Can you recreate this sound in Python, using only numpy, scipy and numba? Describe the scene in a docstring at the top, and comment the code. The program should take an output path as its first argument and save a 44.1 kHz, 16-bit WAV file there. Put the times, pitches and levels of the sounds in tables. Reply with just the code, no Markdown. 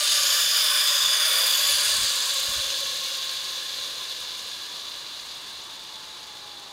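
"""At the edge of a wood, a zipline trolley rolls past a few metres away and on into the trees, slowing.
Its sheaves (grooved wheels) whine over the strands of the steel cable. Noise-fed resonances make the
trolley ring and hiss and the loaded cable drone; the cable also beams a band of sound that sweeps with
the viewing angle. Behind are filtered-noise outdoor air, a light breeze and puffs of wind; the recorder's
gain control holds the level flat while the trolley is close."""
import sys
import numpy as np
from scipy import signal
from scipy.fft import rfft, irfft, next_fast_len
from scipy.io import wavfile
from scipy.ndimage import uniform_filter1d
from numba import njit

SR = 44100
rng = np.random.default_rng(int(sys.argv[2]) if len(sys.argv) > 2 else 0)


def generate_wav(signal):
    """Clip the signal to [-1, 1] and save it as 16-bit WAV at the path in sys.argv[1]."""
    frames = np.transpose(np.atleast_2d(signal))
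    scaled = np.clip(frames, -1, 1) * 32767
    pcm = np.round(scaled).astype(np.int16)
    wavfile.write(sys.argv[1], SR, pcm)


N = 296352
T = np.arange(N) / SR   # time of each sample [s]

# Closest moment [s], closest distance divided by speed [s], and speed [m/s]
PASS_S, PASS_TURN_S, SPEED_M_S = 0.94, 0.712, 5.4
# How often the sheaves cross a strand at the start, and the steady loss of that rate
STRAND_HZ, DRAG_HZ_PER_S = 1168, 25
# Past the sag the cable rises and slows the trolley further from this time on
UPHILL_S, UPHILL_HZ_PER_S = 3.8, 60


def from_db(db):
    """Turn decibels into a gain."""
    return 10 ** (np.asarray(db) / 20)


def rms_one(x):
    """Scale a sound to an average strength (rms) of 1."""
    return x / np.sqrt(np.mean(x ** 2) + 1e-20)


def levelled(x):
    """Even out the strength to rms 1, using a sliding window a third of a second long."""
    mean_square = uniform_filter1d(x ** 2, size=SR // 3)
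    return x / np.sqrt(mean_square + 1e-20)


def in_time(rows):
    """Join the points of a table with straight lines, giving each column one value per sample."""
    times, *columns = np.transpose(rows)
    return [np.interp(T, times, column) for column in columns]


def drift(rate):
    """Slow random wandering of rms 1, changing about rate times a second."""
    step = 40   # computed every 40 samples, then joined by lines
    r = np.exp(-2 * np.pi * rate * step / SR)
    settle = 4000   # dropped while the smoothing filter settles
    white = rng.standard_normal(N // step + settle + 2)
    slow = signal.lfilter([1], [1, -2 * r, r * r], white)[settle:]
    return np.interp(np.arange(N) / step, np.arange(len(slow)), rms_one(slow))


def noise(spectrum):
    """Steady noise with a smooth spectrum; 0 dB is as strong as white noise of rms 1."""
    size = next_fast_len(N, real=True)
    hz, db = np.transpose(spectrum)
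    bins = np.maximum(np.fft.rfftfreq(size, 1 / SR), 1)
    gain = from_db(np.interp(np.log(bins), np.log(hz), db))
    return irfft(rfft(rng.standard_normal(size)) * gain, size)[:N]


@njit
def resonate(x, hz, width):
    """A resonance with a movable pitch, applied twice in a row; its peak gain is 1."""
    r = np.exp(-np.pi * width / SR)
    g = (1 - r * r) / 2
    y, z, c = np.zeros(len(x)), np.zeros(len(x)), 0.
    for i in range(2, len(x)):
        if i % 16 == 2:   # follow the pitch every 16 samples
            c = 2 * r * np.cos(2 * np.pi * hz[i] / SR)
        y[i] = g * (x[i] - x[i - 2]) + c * y[i - 1] - r * r * y[i - 2]
        z[i] = g * (y[i] - y[i - 2]) + c * z[i - 1] - r * r * z[i - 2]
    return z


def rubbed(hz, width):
    """One resonance kept ringing by countless tiny contacts, played by white noise."""
    contacts = rng.uniform(-np.sqrt(3), np.sqrt(3), N)
    return resonate(contacts, hz, float(width))


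def below(x, hz, order):
    """Keep the part of a sound under a frequency, without delaying it."""
    return signal.sosfiltfilt(signal.butter(order, hz, fs=SR, output="sos"), x)


# Outdoor background spectrum: (frequency [Hz], level per Hz [dB])
AIR_SPECTRUM = [(20, -10), (60, -8), (130, -0.6), (230, -2.5), (350, 2), (600, 0), (1000, 3.5), (1400, 1.5),
                (2000, -1.5), (5000, -12), (15000, -23)]
# Puffs of wind on the microphone: (time [s], level [dB], half length [s])
WIND_PUFFS = [(0.457, -48, .019), (.63, -60, 0.065), (1.022, -50.5, 0.023), (1.073, -51, .022),
              (1.75, -56, .09), (1.953, -52, .059), (2.028, -44.5, 0.032), (2.5, -47, .02),
              (2.585, -46.5, .025), (2.676, -52, .025), (3.75, -62, .04)]
# Wind rumble spectrum: (frequency [Hz], level per Hz [dB])
WIND_SPECTRUM = [(15, -11), (35, 1.5), (80, 4), (130, -5.5), (220, -7.5), (330, -18), (1500, -55)]


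def outdoors(air_db=-49.5, breeze_db=-71, breeze_swing_db=2.5):
    """Soft wash of the woods; light breeze and puffs of wind rumble on the microphone."""
    gusts = 0
    for time, db, half in WIND_PUFFS:
        swell = np.exp(-np.minimum(((T - time) / half) ** 2, 50))
        gusts = gusts + from_db(db) * swell
    breeze = from_db(breeze_db + breeze_swing_db * drift(8))
    air = from_db(air_db) * rms_one(noise(AIR_SPECTRUM))
    return air + (gusts + breeze) * rms_one(noise(WIND_SPECTRUM))


def with_ground(x, strength, lag_s=.0067, turn_s=0.916, grass_hz=3000):
    """Grass returns a dull echo, latest and clearest abreast: a comb filter sweeping down, then up."""
    nearness = 1 / np.hypot(1, (T - PASS_S) / turn_s)
    echo = signal.sosfilt(signal.butter(2, grass_hz, fs=SR, output="sos"), x)
    return x + strength * nearness * np.interp(T - lag_s * nearness, T, echo)


def through_air(x, top_hz=11500, loss_db_per_s=2.1):
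    """Air absorbs the top treble with distance, here per second before or after the closest moment."""
    body = below(x, top_hz, order=2)
    return body + (x - body) * from_db(-loss_db_per_s * np.abs(T - PASS_S))


# Resonances of the loaded cable, levels relative to each other: (frequency before Doppler [Hz],
# width of each filter pass [Hz], level side-on [dB], level end-on [dB], loss per 100 Hz of strand rate lost [dB])
CABLE_DRONE_MODES = [(574, 171, -4.5, 1, 3), (1062, 163, -1, -5.5, -2), (1166, 160, -2, -1.5, -0.5),
                     (1493, 366, 3, -2, 5.5), (1702, 188, 1, 8.5, 3.5), (1875, 145, 0, -20, -0.5),
                     (2317, 410, -3, 0.5, 2.5)]


def drone(angle, doppler, slowing, sway_db=1.24):
    """The loaded cable's low resonances change their balance with viewing angle and slowing."""
    abreast = np.cos(angle)
    total = 0
    for hz, width, side_db, end_db, loss_db in CABLE_DRONE_MODES:
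        view_db = end_db + (side_db - end_db) * abreast
        db = view_db - loss_db * slowing + sway_db * drift(3.9)
        total = total + from_db(db) * rubbed(hz * doppler, width)
    return levelled(with_ground(total, strength=.65))


def cable_beam(angle, coincidence_hz=5610, breadth_hz=2200, beam_db=-4.5, droop=1.26):
    """Faster bending waves leave the cable more steeply, so each viewing angle gets its own frequency."""
    # At the coincidence frequency, bending waves travel as fast as sound
    hz = np.minimum(coincidence_hz / (np.sin(angle) ** 2 + 1e-6), 19000)
    gain = from_db(beam_db) * np.cos(angle) * (coincidence_hz / hz) ** droop
    return gain * rubbed(hz, breadth_hz)


# Sheaves and cable seen end-on, relative levels:
# (frequency before Doppler [Hz], width of each filter pass [Hz], level [dB])
END_ON_MODES = [(2880, 310, -9), (3526, 94, 2.5), (3723, 630, -3.5), (4074, 420, -1.1), (4590, 800, -6),
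                (6190, 380, -12.5), (6830, 290, -10), (7960, 100, -17), (8940, 550, -20.5),
                (9470, 360, -20.5), (10430, 360, -23), (13600, 240, -25), (14110, 350, -20)]
# Hiss heard end-on: (frequency [Hz], relative level per Hz [dB])
END_ON_HISS = [(400, -35), (900, -30), (2000, -19), (2400, -17.5), (2800, -11), (3500, -6), (4800, -9.5),
               (5600, -15), (7000, -17.5), (8000, -21), (11000, -23), (13500, -22), (15500, -27)]


def end_ring(doppler):
    """Seen along the cable, the hiss gathers in a cluster of sheave resonances."""
    total = noise(END_ON_HISS)
    for hz, width, db in END_ON_MODES:
        total += from_db(db) * rubbed(hz * doppler, width)
    return total


# Trolley plates seen side-on, relative levels: (frequency before Doppler [Hz],
# width of each filter pass [Hz], level [dB], lobe direction [rad], lobe rate [per rad])
PLATE_MODES = [(3030, 670, -1.5, -0.28, 0.73), (3475, 110, 11, 0.14, 1.41), (3555, 320, 7, 0.084, 1.9),
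               (4580, 184, 3.5, -1.13, 1.55), (4950, 770, 1, -0.37, 1.52), (4904, 140, 8.5, 0.22, 1.3),
               (6475, 510, -2, 0.18, 3.3), (6930, 350, -1, 0.076, 4.1), (7630, 540, -7.5, -0.064, 3.3),
               (9430, 370, -4, 0.42, 4.4), (10440, 180, -5, 0.57, 3), (12150, 150, -8.5, 0.018, .78),
               (13240, 380, -7.5, 0.03, 5.1), (14100, 400, -8, -.35, 3.5), (14740, 280, -10, -.3, 3.2)]
# Hiss heard side-on: (frequency [Hz], relative level per Hz [dB])
SIDE_ON_HISS = [(400, -44), (900, -21), (2100, -15), (2500, -10.5), (3000, -12.5), (4100, -6.5),
                (5300, -10), (6000, -9), (8200, -15), (9200, -10.5), (11300, -16.5), (15500, -23)]


def side_ring(angle, doppler, lobe_floor=0.22):
    """Each plate resonance sends sound in lobes, which sweep over the listener during the pass."""
    total = noise(SIDE_ON_HISS)
    for hz, width, db, aim, lobe_rate in PLATE_MODES:
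        lobe = lobe_floor + (1 - lobe_floor) * np.abs(np.cos(lobe_rate * (angle - aim)))
        total += from_db(db) * lobe * rubbed(hz * doppler, width)
    return total


def jolts(per_s, size_db, decay_s):
    """Gain that jumps at random moments, as when a sheave meets a proud wire, and dies away."""
    struck = rng.random(N) < per_s / SR
    hits = struck * np.minimum(rng.exponential(1, N), 3)
    fading = signal.lfilter([1], [1, -np.exp(-1 / (decay_s * SR))], hits + 1e-18)
    return 1 + from_db(size_db) * fading


# How hard the sheaves bite into the cable as the rider swings past: (time [s], level [dB])
CABLE_BITE = [(.15, -0.8), (.4, 2.3), (.5, -2.5), (.64, 1.5), (.87, 2), (1.07, 0), (1.4, 3.5), (1.57, -1),
              (1.85, 1.8), (2.1, 0.5), (2.5, 1.7), (2.8, -1.1), (3.8, 1.2)]
# Top treble: level trim [dB], and its share of the bite
SIZZLE_DB, SIZZLE_BITE = 0.44, 0.44
# Drone against the ring: base level [dB], gain side-on [dB], gain per 100 Hz of strand rate lost [dB]
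DRONE_DB, DRONE_SIDE_ON_DB, DRONE_SLOW_DB = -16.5, 4, 0.96


def rolling(angle, doppler, rate, side_focus=1.4, end_focus=2.9, split_hz=7500):
    """Rolling noise, coloured by the viewing angle and shaken by the changing contact."""
    metal = np.cos(angle) ** side_focus * side_ring(angle, doppler)
    metal += cable_beam(angle)
    metal += np.abs(np.sin(angle)) ** end_focus * end_ring(doppler)
    metal = levelled(through_air(with_ground(metal, strength=0.14)))
    low = below(metal, split_hz, order=6)
    high = metal - low

    bite_db, = in_time(CABLE_BITE)
    load_db = drift(24)   # the sheaves bear now harder, now lighter
    sizzle_db = SIZZLE_DB + SIZZLE_BITE * bite_db + 0.48 * load_db
    sizzle = from_db(sizzle_db) * high * jolts(per_s=150, size_db=-8.0, decay_s=0.002)
    ring = from_db(0.47 * load_db) * low * jolts(per_s=73, size_db=-11.5, decay_s=0.0026)

    slowing = (STRAND_HZ - rate) / 100   # strand rate lost, in hundreds of Hz
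    drone_db = DRONE_DB + DRONE_SIDE_ON_DB * np.cos(angle) + DRONE_SLOW_DB * slowing
    drone_db = drone_db + bite_db + 0.34 * load_db
    return ring + sizzle + from_db(drone_db) * drone(angle, doppler, slowing)


# Strand tone against the ring: (time [s], level [dB])
STRAND_TONE_LEVEL = [(0, -20), (.85, -25), (1.4, -29.5), (3.3, -18), (4.2, -23.5), (5.45, -22),
                     (5.65, -17.5), (6.72, -12.5)]
# Its lower octave against the ring: (time [s], level [dB])
LOWER_OCTAVE_LEVEL = [(0, -21), (.45, -33), (2.2, -29), (2.8, -18), (3.3, -26), (4.2, -21.5), (4.8, -35)]


def whine(rate, wander=0.004, flutter_db=2.5, tone_width_hz=60, octave_width_hz=55, rough=0.7):
    """Strands drum on the sheaves; their uneven lay blurs the tone and adds a rough lower octave."""
    tone_db, = in_time(STRAND_TONE_LEVEL)
    octave_db, = in_time(LOWER_OCTAVE_LEVEL)
    phase = 2 * np.pi * np.cumsum(rate * (1 + wander * drift(15.9))) / SR
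    clear = rms_one(np.sin(phase) * from_db(flutter_db * drift(18)))
    tone = clear + rough * rms_one(rubbed(rate, tone_width_hz))
    octave = rubbed(rate / 2, octave_width_hz)
    return from_db(tone_db) * levelled(tone) + from_db(octave_db) * levelled(octave)


def ride(roll_db=-17.6, speed_power=0.82, grass_loss_db_per_s=0.7959):
    """The run gives viewing angle (0 abreast), Doppler factor, strand rate [Hz] and trolley level [dB]."""
    angle = np.arctan((T - PASS_S) / PASS_TURN_S)
    doppler = 1 / (1 + SPEED_M_S * np.sin(angle) / 343)   # speed of sound 343 m/s
    rate = STRAND_HZ - DRAG_HZ_PER_S * T - UPHILL_HZ_PER_S * np.maximum(T - UPHILL_S, 0)
    nearness = np.cos(angle)   # closest distance over present distance
    loudness = nearness * (rate / STRAND_HZ) ** speed_power
    # Grass and foliage take more for each second of travel from the closest point
    foliage_db = grass_loss_db_per_s * np.abs(T - PASS_S)
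    level_db = roll_db + 20 * np.log10(loudness) - foliage_db
    return angle, doppler, rate, level_db


def scene():
    """The trolley fades with distance and lost speed; one microphone feeds both channels."""
    angle, doppler, rate, level_db = ride()
    trolley = from_db(level_db) * (rolling(angle, doppler, rate) + whine(rate * doppler))
    return np.tile(trolley + outdoors(), (2, 1))


def record(dry, gain_limit_db=-21, gain_window_s=0.27, cutoff_hz=15750):
    """Gain control holds down the mean level, ducking the background too; the top is cut steeply."""
    mean_square = uniform_filter1d(dry[0] ** 2, size=int(gain_window_s * SR))
    level = np.sqrt(mean_square + 1e-20)
    held = dry * np.minimum(1, from_db(gain_limit_db) / level)
    return signal.sosfilt(signal.ellip(12, .1, 90, cutoff_hz, fs=SR, output="sos"), held)


dry = scene()
out = record(dry)
generate_wav(out)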